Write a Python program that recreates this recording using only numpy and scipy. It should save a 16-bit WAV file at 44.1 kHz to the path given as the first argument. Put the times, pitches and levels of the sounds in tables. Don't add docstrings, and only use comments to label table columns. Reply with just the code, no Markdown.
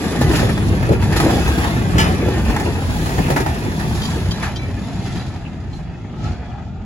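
import sys
import numpy as np
from scipy import signal
from scipy.fft import rfft, irfft, next_fast_len
from scipy.io import wavfile
from scipy.ndimage import uniform_filter1d

SR = 44100
rng = np.random.default_rng(int(sys.argv[2]) if len(sys.argv) > 2 else 0)


def unload_audio(sound):
    columns = np.transpose(np.atleast_2d(sound))
    steps = np.round(np.clip(columns, -1, 1) * 32767)
    wavfile.write(sys.argv[1], SR, steps.astype(np.int16))


N = 302085

SPEED_M_PER_S, TRACK_M, LAST_WHEELS_S = 18.8, 6.34, 3.856
WHEEL_SPREAD = .03
# frequency_hz, level_db
RAIL_SPECTRUM = [(1500, -10), (2900, 5), (4000, 7.5), (5000, 5.5), (6200, 2), (7200, 3.5), (8500, -4.5),
                 (10500, 4.5), (12000, -2), (14000, 0.5), (16000, -27)]
# level_db, heard_track_m, fade_steepness
RAIL_PASSAGE = (-36, 15.6, 1.76)


def amp(db):
    return 10 ** (np.asarray(db) / 20)


def unit(x):
    return x / np.sqrt(np.mean(x ** 2) + 1e-20)


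def along(points, hz):
    frequencies, values = np.transpose(points)
    return np.interp(np.log(hz + 1), np.log(frequencies + 1), values)


def wobble(knots_per_s):
    knots = rng.standard_normal(int(N * knots_per_s / SR) + 2)
    return np.interp(np.arange(N) * knots_per_s / SR, np.arange(len(knots)), knots)


def swell(x, centre, half_width):
    return np.exp(-((x - centre) / half_width) ** 2)


def filtered(x, response):
    size = next_fast_len(N + SR // 4)
    return irfft(rfft(x, size) * response(np.fft.rfftfreq(size, 1 / SR)), size)[..., :N]


def add(track, start_s, sound):
    part = track[..., round(start_s * SR):][..., :sound.shape[-1]]
    part += sound[..., :part.shape[-1]]


def distance_m(time_s):
    return np.hypot(TRACK_M, SPEED_M_PER_S * np.maximum(time_s - LAST_WHEELS_S, 0))


def propagated(x):
    # frequency_hz, gain_db
    far_colour = [(110, 3), (280, 2), (390, 4.5), (510, -1.5), (760, 5.5), (1030, -10), (1300, 1),
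                  (1650, -6), (2300, -4.5), (4000, -2.5), (7000, -5.5), (10000, -18.5), (16000, -39)]
    hz, times, spectra = signal.stft(x, SR, nperseg=512)
    gain_db = along(far_colour, hz)[:, None] * distance_m(times) / 50
    return signal.istft(spectra * amp(gain_db), SR, nperseg=512)[1][:, :N]


def placed(x):
    wagon_ends = [0, .95, 2.2]
    ahead_ms, side_ms, sweep_ms_per_s2 = .084, .353, .33
    pan_s = [3.47, 4.63]
    samples = np.arange(N)
    t = samples / SR
    since_s = t - np.take(wagon_ends, np.searchsorted(wagon_ends, t, side="right") - 1)
    lead_ms = np.minimum(ahead_ms + sweep_ms_per_s2 * since_s ** 2, side_ms)
    lead_ms *= np.interp(t, pan_s, [1, 0])
    half_lead = lead_ms * SR / 2000
    return np.array([np.interp(samples + side * half_lead, samples, x) for side in (1, -1)])


def resonance_db(hz):
    # centre_hz, width_hz, lift_db
    peaks = [(878, 260, 7.5), (1273, 53, 2), (1742, 210, 7), (2037, 100, 4.5), (2520, 230, 5),
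             (3437, 13.5, 12.5)]
    return sum(db / (1 + (2 * (hz - centre) / width) ** 2) for centre, width, db in peaks)


def rush(spectrum, patchy_db, direct, size, wheel_pitch=1):
    # frequency_hz, coherence
    coherence = [(100, .92), (280, 0.93), (450, 0.76), (800, 0.56), (1300, 0.38), (3000, -0.12),
                 (5500, -0.18), (6800, 0.3)]
    spectra = signal.stft(rng.standard_normal((3, N)), nperseg=size)[2]
    patches = uniform_filter1d(rng.standard_normal(spectra.shape[1:]), size=2, axis=0)
    patches = uniform_filter1d(patches, size=5, axis=1)
    noise = signal.istft(spectra * amp(patchy_db * unit(patches)), nperseg=size)[1][:, :N]

    def colour(hz):
        angle = np.arccos(np.clip(along(coherence, hz), -1, 1)) / 2
        gain = amp(along(spectrum, hz) + resonance_db(hz / wheel_pitch))
        return gain * np.array([np.cos(angle), np.sin(angle), np.ones_like(hz)])
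    mid, side, near = filtered(noise, colour)
    diffuse = np.array([mid + side, mid - side])
    return unit(np.sqrt(1 - direct) * diffuse + np.sqrt(direct) * placed(near))


def chatter(contacts_per_s, spread_db, t60_s, depth):
    hits = rng.random(N) < contacts_per_s / SR
    power = hits * amp(2 * spread_db * np.clip(rng.standard_normal(N), -2, 2))
    t = np.arange(SR // 4) / SR
    rattle = np.abs(signal.fftconvolve(power, amp(-120 * t / t60_s))[:N])
    return unit(np.sqrt(1 + depth * rattle / rattle.mean()))


def struck(blows, modes, crack_db, crack_t60_s, scatter):
    track, t = np.zeros((3, N)), np.arange(SR // 4) / SR
    hz, mode_db, t60_s = np.transpose(modes)[:, :, None]
    burst = amp(crack_db - 60 * t / crack_t60_s)
    rise = 1 - np.exp(-t / .0015)
    for start_s, db, *pitch_ratio in blows:
        rings = amp(mode_db - 60 * t / t60_s) * np.exp(2j * np.pi * hz * np.prod(pitch_ratio) * t)
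        phase = 2 * np.pi * rng.random((3, len(modes))) * [[1], [1], [0]]
        strength = amp(rng.standard_normal((3, len(modes)))) * np.exp(1j * phase)
        crack = burst * signal.lfilter([1], [1, -.6], rng.standard_normal((3, len(t))))
        add(track, start_s, amp(db) * ((strength @ rings).imag + crack) * rise)
    return placed(track[2]) + scatter * track[:2]


def passage_db(passage, layer):
    # centre_s, half_length_s, body_db, frames_db, roar_db, hiss_db
    bogie_groups = [(0.075, 0.11, -7.5, 5, 2, 5.5), (0.366, 0.13, 3.5, 5, 4, 8), (1.27, 0.2, 4, 7, 5, 6.5),
                    (1.61, 0.14, -1, 1.5, 6, 5), (2.048, 0.086, 4, 4, 6.5, 5.5),
                    (2.36, 0.28, 0.5, 2.5, 0.5, 0), (3.22, 1, -1.5, 1.5, 1.5, 3.5),
                    (4.103, 0.26, 4, 1, 3.5, 8), (4.449, 0.083, 2, 0.5, 7.5, 7),
                    (5.113, 0.37, 3, 1, 4.5, 10.5), (6.265, 0.07, 8, 7.5, 6, 13),
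                    (6.507, 0.44, 1, 1.5, 5.5, 6.5)]
    # centre_s, body_db, frames_db
    bounces = [(.07, 9, -3.5), (.69, 4.5, 4), (.915, 6.5, 9), (1.96, 3.5, 4.5), (2.11, 1, 0.5),
               (2.5, 6.5, 4), (2.9, 7, -2.5), (3.199, 9, 4.5), (3.305, 5, 4), (3.67, 7, 4), (4.17, -3, 6),
               (4.69, -1, 4), (4.94, 1, 4), (5.03, 0, 3), (5.17, 5, 2.5), (5.76, 0, 0)]
    # centre_s, half_length_s, gain_db
    lulls = [(.28, .02, -1.5), (.98, .025, -5.5), (1.085, .025, -3), (1.19, .008, -3), (1.58, .04, -2.5),
             (2.44, .025, -3), (2.78, .07, -2), (3.285, .012, -2), (3.345, .015, -3), (3.445, .015, -4),
             (6.74, .14, -3.5)]
    level_db, heard_track_m, fade_steepness = passage
    column = ("body", "frames", "roar", "hiss").index(layer)
    t = np.arange(N) / SR
    filled = .5 - np.arctan(SPEED_M_PER_S * (t - LAST_WHEELS_S) / heard_track_m) / np.pi
    lift_db = sum(lifts[column] * swell(t, s, half) for s, half, *lifts in bogie_groups)
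    if layer in ("body", "frames"):
        lift_db += sum(lifts[column] * swell(t, s, half_width=.022) for s, *lifts in bounces)
    if layer != "body":
        lift_db += sum(db * swell(t, s, half) for s, half, db in lulls)
    return level_db + fade_steepness * 10 * np.log10(filled) + lift_db


def axle_blows(gap_s=.1):
    # start_s, knock_db, thud_db, treble_db, second_axle_relative_db
    crossings = [(.21, -15, -10.5, -21.5, -7), (0.329, -17, -12.5, -26, -3), (0.351, -15.5, -28, -18, -28),
                 (0.39, -14, -18, -22.5, -5), (0.575, -37, -24, -43, -14), (0.826, -18.5, -17.5, -60, -3.5),
                 (1.024, -20, -24, -27.5, 1), (1.16, -11, -18, -16.5, -27), (1.198, -13.5, -13, -20, -5),
                 (1.475, -32, -12.5, -35, 0.5), (1.639, -23, -15, -33, -18), (2.283, -37, -22, -34, -6),
                 (2.497, -21, -14.5, -37, 3), (2.563, -18, -20, -35, -11), (3.06, -36, -16, -29, -20),
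                 (3.181, -16.5, -13.5, -37, -3), (3.3, -15, -7, -26, -4), (3.361, -9, -7.5, -24, -8),
                 (3.795, -19, -34, -29, -23), (4.426, -13, -38.5, -26.5, -23),
                 (5.052, -25.5, -19, -34.5, 0.5), (5.727, -38, -21, -57, -25)]
    return [(start_s + axle * gap_s, *np.add(levels_db, axle * second_db))
            for start_s, *levels_db, second_db in crossings for axle in (0, 1)]


def bird(centre_s=6.52, half_length_s=.014, pitch_hz=2900, fall_octaves_per_s=16, level_db=-49):
    t = np.clip(np.arange(N) / SR - centre_s, -.1, .1)
    phase = 2 * np.pi * np.cumsum(pitch_hz * 2 ** (-fall_octaves_per_s * t)) / SR
    return amp(level_db) * swell(t, 0, half_length_s) * np.sin(phase)


def deep_rumble():
    # frequency_hz, level_db
    spectrum = [(25, -25), (45, 5.5), (68, 6.5), (110, -34)]
    # centre_s, half_length_s, level_db
    swells = [(1.55, 0.29, -24), (2.484, 0.11, -26.5), (3.15, 0.3, -22), (3.91, 0.39, -29.5),
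              (5.77, 0.058, -30)]
    t = np.arange(N) / SR
    envelope = sum(amp(db) * swell(t, s, half) for s, half, db in swells)
    return envelope * rush(spectrum, patchy_db=3.5, direct=.05, size=4096)


def flange_scrapes(centre_hz=2620, half_width_hz=380):
    # centre_s, length_s, level_db
    rubs = [(0.357, 0.079, -30), (.85, 0.077, -45), (1.026, 0.048, -40), (1.15, .05, -37),
            (2.507, 0.12, -35), (2.663, .018, -27.5), (3.242, .07, -30), (4.933, .05, -52),
            (5.465, .05, -40)]
    t = np.arange(N) / SR
    band = filtered(rng.standard_normal((2, N)), lambda hz: swell(hz, centre_hz, half_width_hz))
    grit = unit(band * amp(3 * wobble(150)))
    return grit * sum(amp(db) * swell(t, s, length / 2) for s, length, db in rubs)


def flange_squeaks(waver=.007, faint_count=260):
    # centre_s, length_s, pitch_hz, level_db
    clear = [(.52, .22, 3470, -39), (.9, .24, 2520, -37), (1.21, .06, 2480, -33), (1.30, .1, 7300, -36),
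             (1.333, .035, 4800, -34), (1.345, .09, 3420, -35), (1.41, .1, 2580, -37),
             (1.465, .08, 2590, -30.5), (1.55, .18, 3400, -39), (1.66, .06, 3750, -37),
             (2.25, .2, 2550, -36), (4.635, .08, 2310, -33), (5.2, .1, 3980, -41.5), (5.2, .08, 4730, -44),
             (5.75, .06, 4160, -45), (6.26, .1, 1310, -38)]
    t, track = np.arange(N) / SR, np.zeros((2, N))
    when, life, pitch, weakness = rng.random((faint_count, 4)).T
    hiss_db = passage_db(RAIL_PASSAGE, "hiss")[(when * N).astype(int)]
    faint = np.transpose([when * N / SR, .03 + .13 * life, 2400 * 4.6 ** pitch,
                          hiss_db - 11 - 7 * weakness])
    wavering_s = np.cumsum(1 + waver * np.array([wobble(120), wobble(120)]), axis=1) / SR
    for centre_s, length_s, hz, db in [*clear, *faint]:
        span = slice(*np.searchsorted(t, [centre_s - 2 * length_s, centre_s + 2 * length_s]))
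        tone = np.sin(2 * np.pi * hz * wavering_s[:, span])
        track[:, span] += amp(db) * swell(t[span], centre_s, length_s / 2) * tone
    return track * amp(4 * wobble(110))


def fitting_clinks():
    # start_s, level_db
    blows = [(4.018, -27), (4.033, -29), (4.052, -26), (4.075, -32), (4.309, -26.5), (4.315, -26),
             (4.559, -29), (4.566, -31), (5.17, -39), (5.73, -43)]
    # pitch_hz, level_db, t60_s
    modes = [(3185, 3.5, .065), (3570, -5, .08), (3973, -13, .34), (4545, -6, .08), (4800, 0, .05),
             (5150, -11, .05), (5722, -13, .13), (6185, -18, .3), (7084, -6, .06)]
    return struck(blows, modes, crack_db=-4, crack_t60_s=.06, scatter=.7)


def rigging_raps():
    # start_s, level_db, pitch_ratio
    blows = [(.211, -20, 1), (.575, -20, 1), (1.021, -23, 1.2), (1.2, -10.5, .97), (1.477, -17.5, 1),
             (1.581, -22, 1.05), (1.641, -19, 1), (2.284, -22, .95), (2.562, -16, 1), (2.656, -24, 1.15),
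             (3.058, -21, .95), (3.179, -22, 1.1), (3.361, -19, 1.03), (3.461, -21, 1), (5.157, -28, 1.1),
             (5.359, -31, .95)]
    # pitch_hz, level_db, t60_s
    modes = [(720, -5, .04), (850, 0, .055), (1010, -4, .05), (1300, -6, .06), (1620, -7, .05),
             (1860, -6, .07), (2560, -15, .05)]
    return struck(blows, modes, crack_db=-8, crack_t60_s=.05, scatter=.5)


def wall_booms():
    # start_s, level_db, pitch_ratio
    jolts = [(.213, -21, .9), (.43, -19, 1), (.893, -16, 1), (.92, -16, 1), (1.262, -19, 1.15),
             (1.294, -19, 1.6), (1.335, -19, .9), (2.225, -23, .95), (2.262, -22, 1), (2.284, -21, 1),
             (2.662, -22, 1.1), (3.19, -23, .85), (3.302, -20, 1.1), (3.362, -22, 1.7), (3.405, -25, .85),
             (3.461, -21.5, 1.75)]
    # pitch_hz, level_db, t60_s
    modes = [(346, -10, 0.1), (381, -5, 0.36), (454, -1.5, 0.14), (494.7, -1, 0.16), (546, 6.5, 0.036),
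             (866, -3, 0.05)]
    return struck(jolts, modes, crack_db=-20, crack_t60_s=.03, scatter=.78)


def coupling_clanks():
    # start_s, level_db, pitch_ratio
    blows = [(1.981, -10, 1.003), (1.99, -14, .996), (1.999, -10.5, 1), (2.009, -16, 1.012),
             (2.028, -25, .998), (2.06, -29, 1.004), (2.095, -28, 1), (2.125, -32, 1.002)]
    # pitch_hz, level_db, t60_s
    modes = [(890, -5, .22), (1340, -6, .24), (1728, -1, .14), (1976, -6, .16), (2315, -6, .16),
             (2915, -7.5, .14), (2993, -8.5, .3), (3060, -11, .1), (3273, -12.5, .18), (3610, -17, .35),
             (4290, -14, .14), (5055, -16, .3), (5165, -16, .18), (5230, -16, .2), (6600, -16, .12),
             (7490, -16, .16)]
    return amp(-5) * struck(blows, modes, crack_db=-4.5, crack_t60_s=.17, scatter=.5)


def wheel_rings():
    # pitch_hz, level_db, t60_s
    modes = [(939, -7, 0.2), (1259, -3, 0.21), (1780, 4.5, 0.22), (1895, -3.5, 0.51)]
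    blows = [(start_s, knock_db, 1 + WHEEL_SPREAD * rng.uniform(-.66, .61))
             for start_s, knock_db, *_ in axle_blows()]
    return amp(-18) * struck(blows, modes, crack_db=3, crack_t60_s=.03, scatter=.89)


def joint_clacks(attack_s=.0022, knock_t60_s=.16, thud_t60_s=.14, treble_attack_s=.0062):
    # frequency_hz, level_db
    knock_spectrum = [(300, -38), (750, 3), (1000, -1), (1300, 8.5), (1550, 6), (1850, 5.5), (2300, 3.5),
                      (3200, -13.5), (6000, -46)]
    thud_spectrum = [(50, -37), (120, -8.5), (220, 0), (340, 2.5), (480, -14.5), (800, -8.5), (1600, -27)]
    power, t = np.zeros((3, N)), np.arange(SR // 2) / SR
    for start_s, knock_db, thud_db, treble_db in axle_blows():
        smear = (distance_m(start_s) / TRACK_M) ** 1.36
        rise = 1 - np.exp(-t / (attack_s * smear))
        fall_db = 60 * t / (knock_t60_s * np.sqrt(smear))
        knock = rise * amp(knock_db - fall_db)
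        thud = rise * amp(thud_db - 60 * t / thud_t60_s)
        treble = (1 - np.exp(-t / treble_attack_s)) * amp(treble_db - fall_db)
        add(power, start_s, np.array([knock, thud, treble]) ** 2)
    steel, bogie, rail = (rush(spectrum, patchy_db=2.8, direct=.3, size=1024)
                          for spectrum in (knock_spectrum, thud_spectrum, RAIL_SPECTRUM))
    knock, thud, treble = np.sqrt(power)
    return amp(-7.5) * knock * steel + amp(-4) * thud * bogie + treble * rail


def rail_hiss():
    rails = rush(RAIL_SPECTRUM, patchy_db=3, direct=.13, size=2048)
    ticking = chatter(contacts_per_s=110, spread_db=2.5, t60_s=.07, depth=.5)
    return amp(passage_db(RAIL_PASSAGE, "hiss")) * ticking * rails


def wheel_roar():
    # frequency_hz, level_db
    spectrum = [(350, -12.5), (650, 1), (860, -2.5), (1100, -2.5), (1800, -5), (2600, -8), (3500, -15),
                (6000, -62)]
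    # level_db, heard_track_m, fade_steepness
    passage = (-29, 10.7, 1.25)
    large, small = (rush(spectrum, patchy_db=3.5, direct=.51, size=2048, wheel_pitch=ratio)
                    for ratio in (1 - WHEEL_SPREAD, 1 + WHEEL_SPREAD))
    blend = np.pi / 2 * wobble(7)
    return amp(passage_db(passage, "roar")) * (np.cos(blend) * large + np.sin(blend) * small)


def frame_drone():
    # frequency_hz, level_db
    spectrum = [(120, -17), (215, -1.5), (320, 1), (450, -5), (600, -13), (800, -20), (1500, -84)]
    # level_db, heard_track_m, fade_steepness
    passage = (-25, 21, 2.16)
    level_db = passage_db(passage, "frames") + .5 * wobble(16)
    return amp(level_db) * rush(spectrum, patchy_db=2, direct=.12, size=2048)


def body_rumble():
    # frequency_hz, level_db
    spectrum = [(15, -45), (25, -39), (38, -14), (60, -1.5), (80, -2), (125, -2.5), (190, -6), (260, -12.5),
                (450, -60)]
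    # level_db, heard_track_m, fade_steepness
    passage = (-16.5, 25.6, 1.85)
    level_db = passage_db(passage, "body") - .1 * wobble(22)
    return amp(level_db) * rush(spectrum, patchy_db=3, direct=.027, size=4096)


def scene():
    ringing = coupling_clanks() + fitting_clinks() + rigging_raps() + wall_booms() + wheel_rings()
    rattle = chatter(contacts_per_s=110, spread_db=-.5, t60_s=.13, depth=.81)
    rolling = body_rumble() + rattle * (frame_drone() + wheel_roar()) + rail_hiss()
    train = ringing + rolling + deep_rumble() + joint_clacks() + flange_squeaks() + flange_scrapes()
    return propagated(train) + bird()


def record(dry):
    # frequency_hz, left_minus_right_db
    balance = [(80, 0), (250, 1), (550, 1), (1100, 2.5), (2000, 0), (4000, -2), (8000, -1)]
    shared_hz, crossover_width_hz, top_hz = 7600, 1200, 15850
    in_phase_hz, full_turn_hz = 10900, 4750
    left, right = filtered(dry, lambda hz: amp(along(balance, hz) * np.array([[.5], [-.5]])))
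    blend = lambda hz: np.pi / 2 * np.clip((hz - shared_hz) / crossover_width_hz + .5, 0, 1)
    shift = lambda hz: np.exp(2j * np.pi * (hz - in_phase_hz) / full_turn_hz)
    right_lows = filtered(right, lambda hz: np.cos(blend(hz)))
    shared_highs = filtered(left, lambda hz: np.sin(blend(hz)) * shift(hz))
    pair = np.array([left, right_lows + shared_highs])
    rounded = pair / (1 + np.abs(pair / .9) ** 8) ** (1 / 8)
    return filtered(rounded, lambda hz: hz < top_hz)


dry = scene()
out = record(dry)
unload_audio(out)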